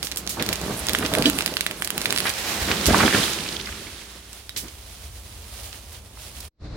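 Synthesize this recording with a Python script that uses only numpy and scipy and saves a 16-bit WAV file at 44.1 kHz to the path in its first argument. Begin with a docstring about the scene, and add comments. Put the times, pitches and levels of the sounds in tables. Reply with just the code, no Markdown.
"""In a forest, a sawn tree tips over close by: its hinge fibres snap and tear while the trunk groans.
The crown sweeps down, branches break and the trunk thuds on the soil; twigs and dry leaves settle.
Near the end the sound drops out briefly and returns as the dull buffeting of a moving microphone."""
import sys
import numpy as np
from scipy import signal
from scipy.fft import rfft, irfft, next_fast_len
from scipy.io import wavfile
from scipy.ndimage import map_coordinates

SR = 44100
rng = np.random.default_rng(int(sys.argv[2]) if len(sys.argv) > 2 else 0)


def output_pcm(signal):
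    """Save a mono or channel-first signal as 16-bit PCM at the path in sys.argv[1].

    Samples are clipped to [-1, 1] before scaling.
    """
    pcm = np.clip(np.atleast_2d(signal).T, -1, 1) * 32767
    wavfile.write(sys.argv[1], SR, np.round(pcm).astype(np.int16))


N = 298116

# Levels are faders within a layer, ahead of its trim and the final mix.
# Featured fibre and twig snaps. Each row: time in seconds, body in dB, pitch in Hz, sizzle in dB.
SNAPS = [(0.0292, -16, 4100, -22), (0.0709, -19, 4100, -29), (0.116, -18.5, 4500, -25.5),
         (0.1214, -19.5, 3900, -29.5), (0.1606, -27.5, 4640, -22.5), (0.1724, -20, 4310, -20),
         (0.2665, -27.5, 5010, -30), (0.2753, -15.5, 4660, -23.5), (0.4251, -13.5, 3570, -16),
         (0.464, -18.5, 4410, -24.5), (0.49, -12.5, 3500, -15), (0.5288, -12.5, 3030, -18.5),
         (0.5575, -20, 5000, -25), (0.615, -26, 6010, -25.5), (0.8687, -21.5, 4060, -17),
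         (0.886, -11, 4100, -22), (0.8951, -12, 3350, -14.5), (0.9339, -17, 4800, -12.5),
         (0.9498, -5.5, 2220, -21.5), (0.9874, -19.5, 3180, -17), (1.0626, -14, 4200, -22.5),
         (1.1381, -11, 3040, -14.5), (1.1513, -9.5, 2520, -16), (1.1854, -17, 3260, -17.5),
         (1.2239, -10, 3304, -18.5), (1.2993, -13.5, 2770, -9.5), (1.3879, -10.5, 3040, -17),
         (1.4083, -11.5, 2960, -23), (1.4615, -9.5, 3870, -12.5), (1.4225, -18, 4800, -26),
         (1.4779, -16.5, 3280, -25), (1.5692, -9.5, 3180, -18.5), (1.609, -9.5, 3400, -13),
         (1.6649, -9, 2630, -17.5), (1.7118, -17.5, 2920, -23), (1.8224, -12, 2270, -18),
         (1.8749, -18, 3090, -18.5), (1.9046, -14.5, 2920, -14), (1.9796, -14, 2910, -13.5),
         (2.0165, -17, 4300, -20), (2.0574, -6, 2820, -17), (2.1064, -11, 4000, -17.5),
         (2.1257, -12, 2660, -14), (2.1623, -13.5, 3870, -20.5), (2.1764, -11.5, 3100, -15.5),
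         (2.1855, -12.5, 4020, -19), (2.204, -13.5, 3430, -16), (2.3019, -16, 3220, -27),
         (2.858, -8.5, 4800, -15), (4.331, -29.5, 7000, -34), (4.494, -22.5, 3700, -28),
         (5.7296, -28, 3950, -40.5)]
# Bundles of fibres, twigs or dry leaves giving way.
# Each row: start in seconds, level in dB, 60 dB decay in seconds, centre in Hz.
TEARS = [(0.03, -28, 0.112, 4540), (.047, -28.5, 0.177, 7500), (.171, -23, 0.109, 9500),
         (.293, -25, 0.226, 6400), (.37, -32.5, 0.14, 880), (.396, -25.5, 0.127, 1980),
         (.531, -22, 0.037, 7000), (1.025, -25, 0.072, 1500), (1.049, -22.5, 0.064, 2280),
         (1.239, -25, 0.15, 2000), (1.256, -25, 0.245, 4693), (1.846, -21.5, 0.0455, 7000),
         (2.254, -21.5, 0.088, 1400), (2.268, -19.5, 0.108, 2010), (2.293, -21.5, 0.046, 5000),
         (2.708, -23.5, 0.1, 1500), (2.864, -15.5, 0.095, 5800), (2.932, -22, 0.308, 700),
         (2.998, -20, 0.16, 1300), (3.035, -23, 0.152, 750), (3.134, -22, 0.205, 1690),
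         (4.563, -27, 0.12, 3300), (4.573, -26, 0.23, 7600), (4.682, -35.5, 0.049, 3200),
         (5.632, -42, 0.17, 9000), (5.656, -38.5, 0.086, 7000), (5.926, -40, 0.051, 15000),
         (5.945, -44.5, 0.21, 2700), (6.404, -32.5, 0.052, 7430)]
# The ring of the broken hinge. Each row: pitch in Hz, level in dB, 60 dB decay in seconds.
HINGE_MODES = [(1773, -5.5, .07), (2905, -0.5, .09), (3100, -2.5, .04), (3240, -1.5, 0.072),
               (4005, -2.5, 0.11), (4742, -2.5, 0.078)]
# The load on the hinge, heard as a steady groan. Each row: time in seconds, level in dB.
STRAIN = [(0, -42.5), (.32, -43), (.42, -36.5), (.66, -33), (1.36, -32.5), (1.65, -39.5), (1.9, -42),
          (2.02, -35.5), (2.27, -33.5)]
# The hinge slipping under load.
# Each row: start in seconds, length in seconds, groan in dB, creak in dB, creak centre in Hz.
SLIPS = [(0.386, 0.0407, -29.5, -33.5, 400), (0.979, 0.023, -37.5, -34.5, 350),
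         (1.014, 0.0388, -29, -31, 400), (1.109, 0.0157, -38, -31.5, 1160), (1.12, 0.0284, -31.5, -30, 560),
         (1.168, .024, -30.5, -25, 660), (1.189, 0.0233, -28.5, -26, 380.4), (1.247, .04, -25, -19.5, 291),
         (1.335, 0.032, -37.5, -34.5, 280), (1.51, 0.0343, -42.5, -37, 482)]
# The trunk's resonances. Each row: pitch in Hz, bandwidth in Hz, level in dB.
TRUNK_MODES = [(168, 36, -5), (287.3, 17.55, 3.5), (336, 45, -4), (401.8, 25, -6), (488.2, 30, -3.5),
               (622, 30, -1.5), (1302, 52, -9)]
# Limbs and trunk striking the ground. Each row: time in seconds, rumble in dB, trunk ring in dB.
BLOWS = [(2.7, -24.5, -30), (2.809, -29, -34), (2.888, -21, -13), (2.907, -23.5, -11.5),
         (2.932, -26.5, -16.5), (2.97, -23, -27.5), (3.035, -18, -18.5), (3.152, -22.5, -23),
         (3.188, -28, -21.5), (3.222, -31.5, -21), (3.58, -42.5, -38), (3.8, -45.5, -49), (4.16, -52, -49),
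         (4.567, -47.5, -40.5), (4.635, -42.5, -37)]
# Branches breaking. Each row: start in seconds, level in dB, pitch in Hz, 60 dB decay in seconds.
BRANCHES = [(2.6863, -17, 1770, .004), (2.7151, -7.5, 2564, .003), (2.9059, -14.5, 1300, .004),
            (2.9452, -2, 1048, .008), (2.974, -13, 915, .012), (2.989, -11.5, 983, .012),
            (3.0055, -5, 1382, .012), (3.0102, -9, 1490, .005), (3.0295, -10, 1450, .012),
            (3.062, -11, 3295, .025), (3.0796, -5, 1611, .004), (3.109, -14.5, 1890, .012),
            (3.127, -12, 1880, .006), (3.1485, -6, 1685, .005), (3.176, -15, 2408, .015),
            (3.2315, -16.5, 3300, .006), (3.462, -21, 2546, .015), (3.869, -27.5, 2200, .015),
            (4.018, -32.5, 2140, .025), (5.745, -36, 1800, .004), (6.174, -34, 1290, .005)]
# The trunk hitting the soil. Each row: start in seconds, level in dB, pitch in Hz.
THUDS = [(2.614, -18.5, 66.3), (2.65, -26, 72.1), (2.869, -10, 64), (2.912, -11.5, 76), (3.031, -20.5, 64),
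         (3.164, -28, 76), (3.699, -25, 68)]
# Dry leaves stirring nearby. Each row: time when full in seconds, level in dB, hold in seconds.
STIRS = [(4.344, -49, 0.04), (4.682, -48.5, 0.706), (5.478, -45, 0.134), (5.64, -42, 0.0157),
         (5.742, -47, 0.049), (5.924, -47, 0.042), (6.232, -44, 0.049), (6.37, -45.5, 0.079)]
# A faint far drone. Each row: pitch in Hz, level in dB.
HUM = [(59, -52.5), (396, -73.5)]
# Fader rides for far rumble, wind and the whole forest. Each row: time in seconds, level in dB.
RUMBLE_RIDE = [(0, -51.5), (.8, -41.5), (1.35, -42.5), (1.75, -56.5), (2.5, -48), (3.3, -48.5),
               (3.8, -49.5), (4.2, -55), (4.6, -49), (5.05, -45.5), (6.48, -45.5)]
BUFFET_RIDE = [(6.58, -67.5), (6.61, -42.5), (6.655, -31), (6.69, -35), (6.76, -30)]
FOREST_RIDE = [(6.482, 2), (6.501, -46.5), (6.55, -88)]
# Tone curves of the noise layers. Each row: frequency in Hz, relative level in dB.
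GROAN_EQ = [(59, -30.5), (100, -2.5), (134, -6), (183, 0), (262, -7.5), (327, -4), (496, -9), (557, -14.5),
            (611, -6.5), (694, -12.5), (1600, -17.5), (2080, -42.5), (3520, -120)]
SWISH_EQ = [(290, -7), (500, 0.5), (668, 0.5), (906, 0), (1340, -1.5), (1460, 0.5), (1600, -1), (1790, 1),
            (3980, -0.5), (15100, -11.5), (16000, -12)]
CRUSH_EQ = [(350, -30), (600, -9), (1030, -8.5), (1410, -5.5), (2340, -5), (3390, -3), (7730, -10.5),
            (9890, -9.5), (10900, -15), (15100, -17), (16000, -20)]
LIMBS_EQ = [(29, -32.5), (50, -4.5), (100, -1.5), (155, -2), (205, 4), (270, -2.5), (320, 2), (362, -4),
            (393, 3.5), (434, -4.5), (537, -3.5), (622, -10.5), (1410, -11), (2500, -15), (3250, -57),
            (5500, -120)]
LITTER_EQ = [(350, -7.5), (600, -1.5), (698, -1), (823, -4), (1160, -5.5), (1570, -5), (3300, -1.5),
             (7940, -6), (9360, -2.5), (13000, -9.5), (15100, -9), (16000, -10)]
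RUMBLE_EQ = [(18, -36.5), (30, -8), (47, -4.5), (64, 2.5), (107, -6.5), (162, -22), (194, -16),
             (267, -22.5), (393, -21.5), (440, -24), (690, -27), (824, -27.5), (1400, -31.5), (1820, -55),
             (3080, -120)]
WIND_EQ = [(15, -32), (25, 0), (115, -9), (274, -22.5), (319, -14.5), (362, -25.5), (559, -23.5),
           (685, -31.5), (1800, -37), (3240, -44), (4070, -34), (11000, -65), (14300, -111), (22000, -120)]
# Stereo width. Each row: frequency in Hz, left-right likeness from 0 (wide) to 1 (mono).
LIKENESS = [(60, 0.984), (150, 0.957), (380, 0.915), (950, 0.583), (2380, 0.29), (5980, 0.092),
            (15000, 0.01)]
# Stereo balance. Each row: frequency in Hz, left minus right in dB.
BALANCE = [(80, 0.5), (200, -1), (700, -3.5), (2400, -3.5), (4400, -6.5), (8000, -6), (14000, -4)]
# The forest's reverb. Each row: frequency in Hz, 60 dB decay in seconds.
FOREST_DECAY = [(150, 0.59), (1500, 0.31), (5000, 0.28), (14000, 0.064)]
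# Swells of the fall.
# Each gives: time when full in seconds, level in dB, rise in dB/s, hold in seconds, fall in dB/s.
SWEEP = (2.5, -31, 27, 0.2, 39)  # the crown rushing through the air
SHAKING = (2.5, -36, 98.5, 0.8948, 23.5)  # limbs thrashing
CRUSHING = (3, -29, 7, 0.2434, 50)  # leaves pressed into the ground
SETTLING = (3.5, -44, 24.5, 0.38, 23.5)  # leaves springing back
RESTING = (4, -55, 39.5, 3, 40)  # the leaf litter, never quite still

HINGE_OPENS_S, HINGE_PARTS_S = 0.37, 2.5
TIME = np.arange(N) / SR


def snaps(second_db=-8, wood_db=-20, sizzle_hz=10700, sizzle_t60=0.0036):
    """A fibre parts in two steps and knocks the wood; splinters sizzle, the litter scatters the click."""
    t = np.arange(SR // 50) / SR - .001
    direct, scatter = np.zeros(N), np.zeros((2, N))
    fibres = SNAPS + weak_snaps()
    chance = rng.uniform(-1, 1, (len(fibres), 2))
    for (s, db, hz, sizzle_db), (gap, size) in zip(fibres, chance):
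        gap_s = 0.0005464 * 1.44 ** gap
        body = fracture(t, hz) + amp(second_db + 3.3 * size) * fracture(t - gap_s, hz)
        body += amp(wood_db) * fracture(t, hz * 0.518)
        hiss = rng.standard_normal(len(t)) * (t > 0) * amp(-60 * np.abs(t) / sizzle_t60)
        sizzle = band(hiss, sizzle_hz, octaves=.5)
        add(direct, s + t[0], amp(db - 3.5) * blip(body) + amp(sizzle_db - 3) * blip(sizzle))
        add(scatter, s, amp(db - 20) * crackle(t60=0.064, hz=4100, octaves=1.1))
    return from_right(direct, lag_ms=0.121) * amp([[-2], [0]]) + scatter


def weak_snaps(count=10, body_db=-23.5, hz=4300, sizzle_db=-30):
    """Extra SNAPS rows: lesser fibres go at random, ever more often as the hinge opens."""
    progress = np.sqrt((np.arange(count) + rng.random(count)) / count)
    times = HINGE_OPENS_S + progress * (HINGE_PARTS_S - HINGE_OPENS_S)
    return [(s, body_db + 2 * size, hz * 2 ** (.25 * pitch), sizzle_db + 2 * bright)
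            for s, (size, pitch, bright) in zip(times, rng.standard_normal((count, 3)))]


def fracture(t, hz, cycles=0.506):
    """The click of parting wood: a push, a pull and a push of air, centred on t = 0."""
    return -np.cos(2 * np.pi * hz * t) * np.exp(-(hz * t / cycles) ** 2)


def tears():
    """Many small fibres go at once; the finer they are, the higher and wider the burst."""
    bursts = np.zeros((2, N))
    for s, db, t60, hz in TEARS:
        add(bursts, s, amp(db - 1) * crackle(t60, hz, octaves=1 + 0.25 * np.log2(hz / 3000)))
    return bursts


def hinge_break(start_s=1.2562, crack_hz=3100, rip_s=.0042):
    """The last thick strap of the hinge rips through: a hard, narrow crack, then its stub rings."""
    t = np.arange(SR // 4) / SR
    torn = np.minimum(t / rip_s, 1)
    rip = rng.standard_normal((2, len(t))) * np.sin(np.pi * torn)
    ring = sum(amp(db - 60 * t / t60) * np.sin(2 * np.pi * hz * t + 2 * np.pi * rng.random())
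               for hz, db, t60 in HINGE_MODES)
    crack = amp(-8) * blip(band(rip[0], crack_hz, octaves=0.2))
    splinters = amp(-12) * blip(band(rip[1], crack_hz, octaves=0.56))
    strap = np.zeros(N)
    add(strap, start_s, crack + splinters + amp(-10) * blip(ring * torn))
    return from_right(strap, lag_ms=0.105)


def fraying(hz=10000, growth_db_per_s=6.5):
    """The finest fibres tick in clusters, louder with the load and as the hinge opens."""
    ticks = band(grains(420, 10, 0.92)[0], hz, octaves=0.33)
    clusters = unit(ticks * amp(5 * wobble(28)))
    opening = amp(-19 + growth_db_per_s * np.minimum(TIME, HINGE_PARTS_S))
    return from_right(ride(STRAIN) * opening * clusters, lag_ms=0.099)


def trunk_groan():
    """The loaded hinge rasps and makes the trunk groan; the groan surges at each slip."""
    surges = [swell(s + length / 2, db, rise=230, hold=0.011, fall=399.5)
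              for s, length, db, _, _ in SLIPS]
    load = together([ride(STRAIN)] + surges)
    groan = load * amp(-2.5 + 1.9 * wobble(25.137)) * spread(grains(220, 4.8, 0.51), GROAN_EQ)
    rasp = ride(STRAIN) * amp(-4.5 + wobble(29.9)) * spread(grains(1300, 7.7, 0.25), SWISH_EQ)
    return groan + rasp


def creaks(catches_per_s=400):
    """The hinge sticks and slips in short runs; each rings the trunk's modes around its own pitch."""
    t = np.arange(SR // 4) / SR
    wood = np.zeros(N)
    for s, length, _, db, hz in SLIPS:
        arch = np.sqrt(np.abs(np.sin(np.pi * np.minimum(t / length, 1))))
        catches = grains(catches_per_s, 3, 0.84, size=len(t))[0] * arch
        ringing = signal.fftconvolve(catches, trunk_ring(t, damping=1.25))[:len(t)]
        creak = band(ringing, hz, octaves=0.646)
        add(wood, s, amp(db) * creak * np.sqrt(length * SR) / np.linalg.norm(creak))
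    return from_right(wood, lag_ms=0.082)


def trunk_knocks(scrape_t60=0.038, scrape_db=2):
    """Blows on the ground knock and scrape the trunk; the soil chokes its ring."""
    t = np.arange(SR // 4) / SR
    knocks = np.zeros(N)
    for s, _, db in BLOWS:
        ring = trunk_ring(t, damping=2.4)
        friction = rng.standard_normal(len(t)) * amp(-60 * t / scrape_t60)
        scrape = signal.fftconvolve(ring, friction / np.linalg.norm(friction))[:len(t)]
        blow = ring + amp(scrape_db) * scrape
        add(knocks, s, amp(db) * blow / np.abs(blow).max())
    return from_right(knocks, lag_ms=0.082)


def trunk_ring(t, damping):
    """The trunk's modes, a little different at every touch; more damping shortens them."""
    return sum(amp(db + rng.normal(0, 2.6)) * np.exp(-np.pi * width * damping * t)
               * np.sin(2 * np.pi * hz * rng.normal(1, 0.022) * t) for hz, width, db in TRUNK_MODES)


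def crown():
    """Leaves rush through the air, then crossfade to a crush while the limbs pound the ground."""
    landed = np.interp(TIME, [2.75, 2.98], [0, 1])
    swish = swell(*SWEEP) * spread(grains(1300, 7, .33), SWISH_EQ)
    pressing = together([swell(*CRUSHING), swell(*SETTLING)])
    crush = pressing * amp(1) * spread(grains(1800, 7, 0.3), CRUSH_EQ)
    leaves = amp(0.95 * wobble(29.688)) * (np.sqrt(1 - landed) * swish + np.sqrt(landed) * crush)
    pounding = [swell(s, db, rise=377.5, hold=0.0137, fall=259.5) for s, db, _ in BLOWS]
    thrashing = together([swell(*SHAKING)] + pounding) * amp(-1.5 + 0.77 * wobble(25.06))
    return leaves + thrashing * spread(grains(500, 5, 0.446), LIMBS_EQ)


def branches(overtone_ratio=1.47):
    """A branch breaks with a short woody ring and a spray of splinters around its pitch."""
    t = np.arange(SR // 20) / SR
    cracks, spray = np.zeros(N), np.zeros((2, N))
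    for s, db, hz, t60 in BRANCHES:
        modes = np.sin(2 * np.pi * hz * t) + amp(-7) * np.sin(2 * np.pi * hz * overtone_ratio * t)
        envelope = amp(-60 * t / t60) * (1 - np.exp(-4 * t * hz))
        add(cracks, s, amp(db - 6) * blip(modes * envelope))
        add(spray, s, amp(db - 19) * crackle(t60=0.102, hz=hz, octaves=0.82))
    return from_right(cracks, lag_ms=0.018) + spray


def thuds(t60=0.087, attack_s=0.008):
    """The low-end weight: the soil gives a few deep swings under each landing of the trunk."""
    t = np.arange(SR // 2) / SR
    ground = np.zeros(N)
    for s, db, hz in THUDS:
        envelope = amp(db + 3 - 60 * t / t60) * (1 - np.exp(-t / attack_s))
        add(ground, s, envelope * np.sin(2 * np.pi * hz * t))
    return ground


def debris():
    """Twigs snap all through the landing crown; then leaves and bits of bark patter on the litter."""
    # The negative decay reverses each twig's burst: it peaks and cuts off 0.25 s after its start.
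    twigs = sprinkle(2.5, 3.5, db=-21.5, hz=3600, t60=-0.03, count=34)
    patter = sprinkle(3.5, 6, db=-40.5, hz=5200, t60=0.2, count=22)
    return twigs + patter


def tink(start_s=4.494, hz=3800, db=-38, t60=0.086):
    """A small hard tick at start_s rings briefly with a thin, faint tone."""
    age = np.maximum(TIME - start_s, 0)
    return amp(db - 60 * age / t60) * np.sin(2 * np.pi * hz * age)


def echoes(x):
    """The standing trunks throw back a thin tail, the treble dying first."""
    hz, t, noise = signal.stft(rng.standard_normal((2, SR)), SR, nperseg=256)
    decay = amp(-60 * t / along(FOREST_DECAY, hz)[:, None])
    tail = signal.istft(noise * decay, SR, nperseg=256)[1]
    return signal.fftconvolve(x, tail / np.linalg.norm(tail[0]), axes=1)[:, :N]


def buffeting():
    """Air buffets the moving microphone: a dull burst of noise at the very end."""
    return ride(BUFFET_RIDE) * spread(rng.standard_normal((2, N)), WIND_EQ)


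def woodland():
    """The ambience bed: a far rumble, a wavering hum and dry leaves stirring nearby."""
    rumble = ride(RUMBLE_RIDE) * amp(.5) * spread(rng.standard_normal((2, N)), RUMBLE_EQ)
    hum = sum(amp(db + 2.3 * wobble(5)) * unit(np.sin(2 * np.pi * hz * TIME + 1.14 * wobble(9.3)))
              for hz, db in HUM)
    stirs = [swell(s, db, rise=115.5, hold=hold, fall=172.5) for s, db, hold in STIRS]
    stirring = together([swell(*RESTING)] + stirs) * amp(-0.59 + 1.2 * wobble(35))
    return rumble + hum + stirring * spread(grains(300, 10, 0.19), LITTER_EQ)


def sprinkle(from_s, to_s, db, hz, t60, count):
    """Small separate crackles at random moments, each with its own size and pitch."""
    track = np.zeros((2, N))
    times = from_s + (to_s - from_s) * (np.arange(count) + rng.random(count)) / count
    for s, (size, pitch) in zip(times, rng.standard_normal((count, 2))):
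        add(track, s, amp(db + 2.5 * size) * blip(crackle(t60, hz * 2 ** (pitch / 2), octaves=0.51)))
    return track


def crackle(t60, hz, octaves):
    """A quarter-second stereo burst of splinters, falling 60 dB every t60 seconds."""
    t = np.arange(SR // 4) / SR
    mid, side = unit(band(grains(2200, 3.1, 0.4, size=len(t)), hz, octaves))
    angle = width_angle(hz)
    return (np.cos(angle) * mid + np.sin(angle) * np.array([side, -side])) * amp(-60 * t / t60)


def grains(per_s, spread_db, share, size=N):
    """Two channels of tiny random clicks, taking their share of the power, over smooth noise."""
    chance, sign, height = rng.random((3, 2, size))
    clicks = (chance < per_s / SR) * np.sign(sign - .5) * amp(spread_db * 2 * height)
    return np.sqrt(share) * unit(clicks) + np.sqrt(1 - share) * rng.standard_normal((2, size))


def spread(pair, eq):
    """Colour two unrelated signals into one source: near mono in the bass, wide in the treble."""
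    def response(hz):
        return amp(along(eq, hz)) * [np.cos(width_angle(hz)), np.sin(width_angle(hz))]
    mid, side = filtered(pair, response)
    return np.array([mid + side, mid - side]) / np.std(mid)


def width_angle(hz):
    """The mid-side angle in radians that gives the stereo width at this frequency."""
    return np.arccos(np.clip(along(LIKENESS, hz), 0, 1)) / 2


def from_right(x, lag_ms):
    """Pan by delay: a point source reaches the left channel a little later."""
    return filtered(x, lambda hz: np.array([np.exp(-2j * np.pi * hz * lag_ms / 1000), np.ones(len(hz))]))


def ride(rows):
    """A fader ride through (seconds, dB) rows, fading at 200 dB/s outside them."""
    s, db = np.transpose(rows)
    outside_s = np.abs(TIME - np.clip(TIME, s[0], s[-1]))
    return amp(np.interp(TIME, s, db) - 200 * outside_s)


def swell(s, db, rise, hold, fall):
    """An envelope that rises (dB/s) to its level at s, holds (seconds) and falls (dB/s)."""
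    return amp(db - rise * np.maximum(s - TIME, 0) - fall * np.maximum(TIME - s - hold, 0))


def wobble(per_s):
    """Smooth random modulation through per_s points a second."""
    return map_coordinates(rng.standard_normal(int(N * per_s / SR) + 4), [TIME * per_s])


def together(gains):
    """Joint gain of unrelated sounds: their powers sum."""
    return np.sqrt(sum(g * g for g in gains))


def band(x, hz, octaves):
    """Keep a bell-shaped band of a short sound."""
    f = np.fft.rfftfreq(x.shape[-1], 1 / SR)
    return irfft(rfft(x) * np.exp(-.5 * (np.log2((f + 1) / hz) / octaves) ** 2), x.shape[-1])


def filtered(x, response):
    """Filter a full track by a response given as a function of Hz."""
    size = next_fast_len(N + SR // 2)
    return irfft(rfft(x, size) * response(np.fft.rfftfreq(size, 1 / SR)), size)[..., :N]


def along(points, hz):
    """Read a curve of (Hz, value) points on a log axis."""
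    f, values = np.transpose(points)
    return np.interp(np.log(hz + 1), np.log(f + 1), values)


def add(track, s, sound):
    """Mix a sound into a track at s seconds."""
    part = track[..., max(round(s * SR), 0):][..., :sound.shape[-1]]
    part += sound[..., :part.shape[-1]]


def blip(x):
    """Scale a short sound to the energy of 1 ms at rms 1."""
    return x / np.sqrt(np.sum(x * x) * 1000 / SR + 1e-20)


def unit(x):
    """Scale to rms 1."""
    return x / np.sqrt(np.mean(x ** 2) + 1e-20)


def amp(db):
    """Decibels to gain."""
    return 10 ** (np.asarray(db) / 20)


def scene(echo_db=-14):
    """The mix: the forest leans a little to the right; after the dropout only the buffeting is left."""
    breaking = snaps() + fraying() + tears() + hinge_break() + branches() + tink()
    forest = breaking + amp(echo_db) * echoes(breaking)
    forest += trunk_groan() + trunk_knocks() + creaks() + crown() + thuds() + woodland() + debris()
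    forest = filtered(forest, lambda hz: amp(np.array([along(BALANCE, hz), -along(BALANCE, hz)]) / 2))
    fader = amp(np.interp(TIME, *np.transpose(FOREST_RIDE)))
    return forest * fader + buffeting()


def record(dry, low_hz=39, top_hz=15950):
    """The microphone sheds the deepest bass, rounds off the loudest snaps and cuts the highest treble."""
    thinned = signal.sosfilt(signal.butter(2, low_hz, "highpass", fs=SR, output="sos"), dry)
    rounded = thinned / (1 + np.abs(thinned) ** 6) ** (1 / 6)
    return filtered(rounded, lambda hz: hz < top_hz)


dry = scene()
out = record(dry)
output_pcm(out)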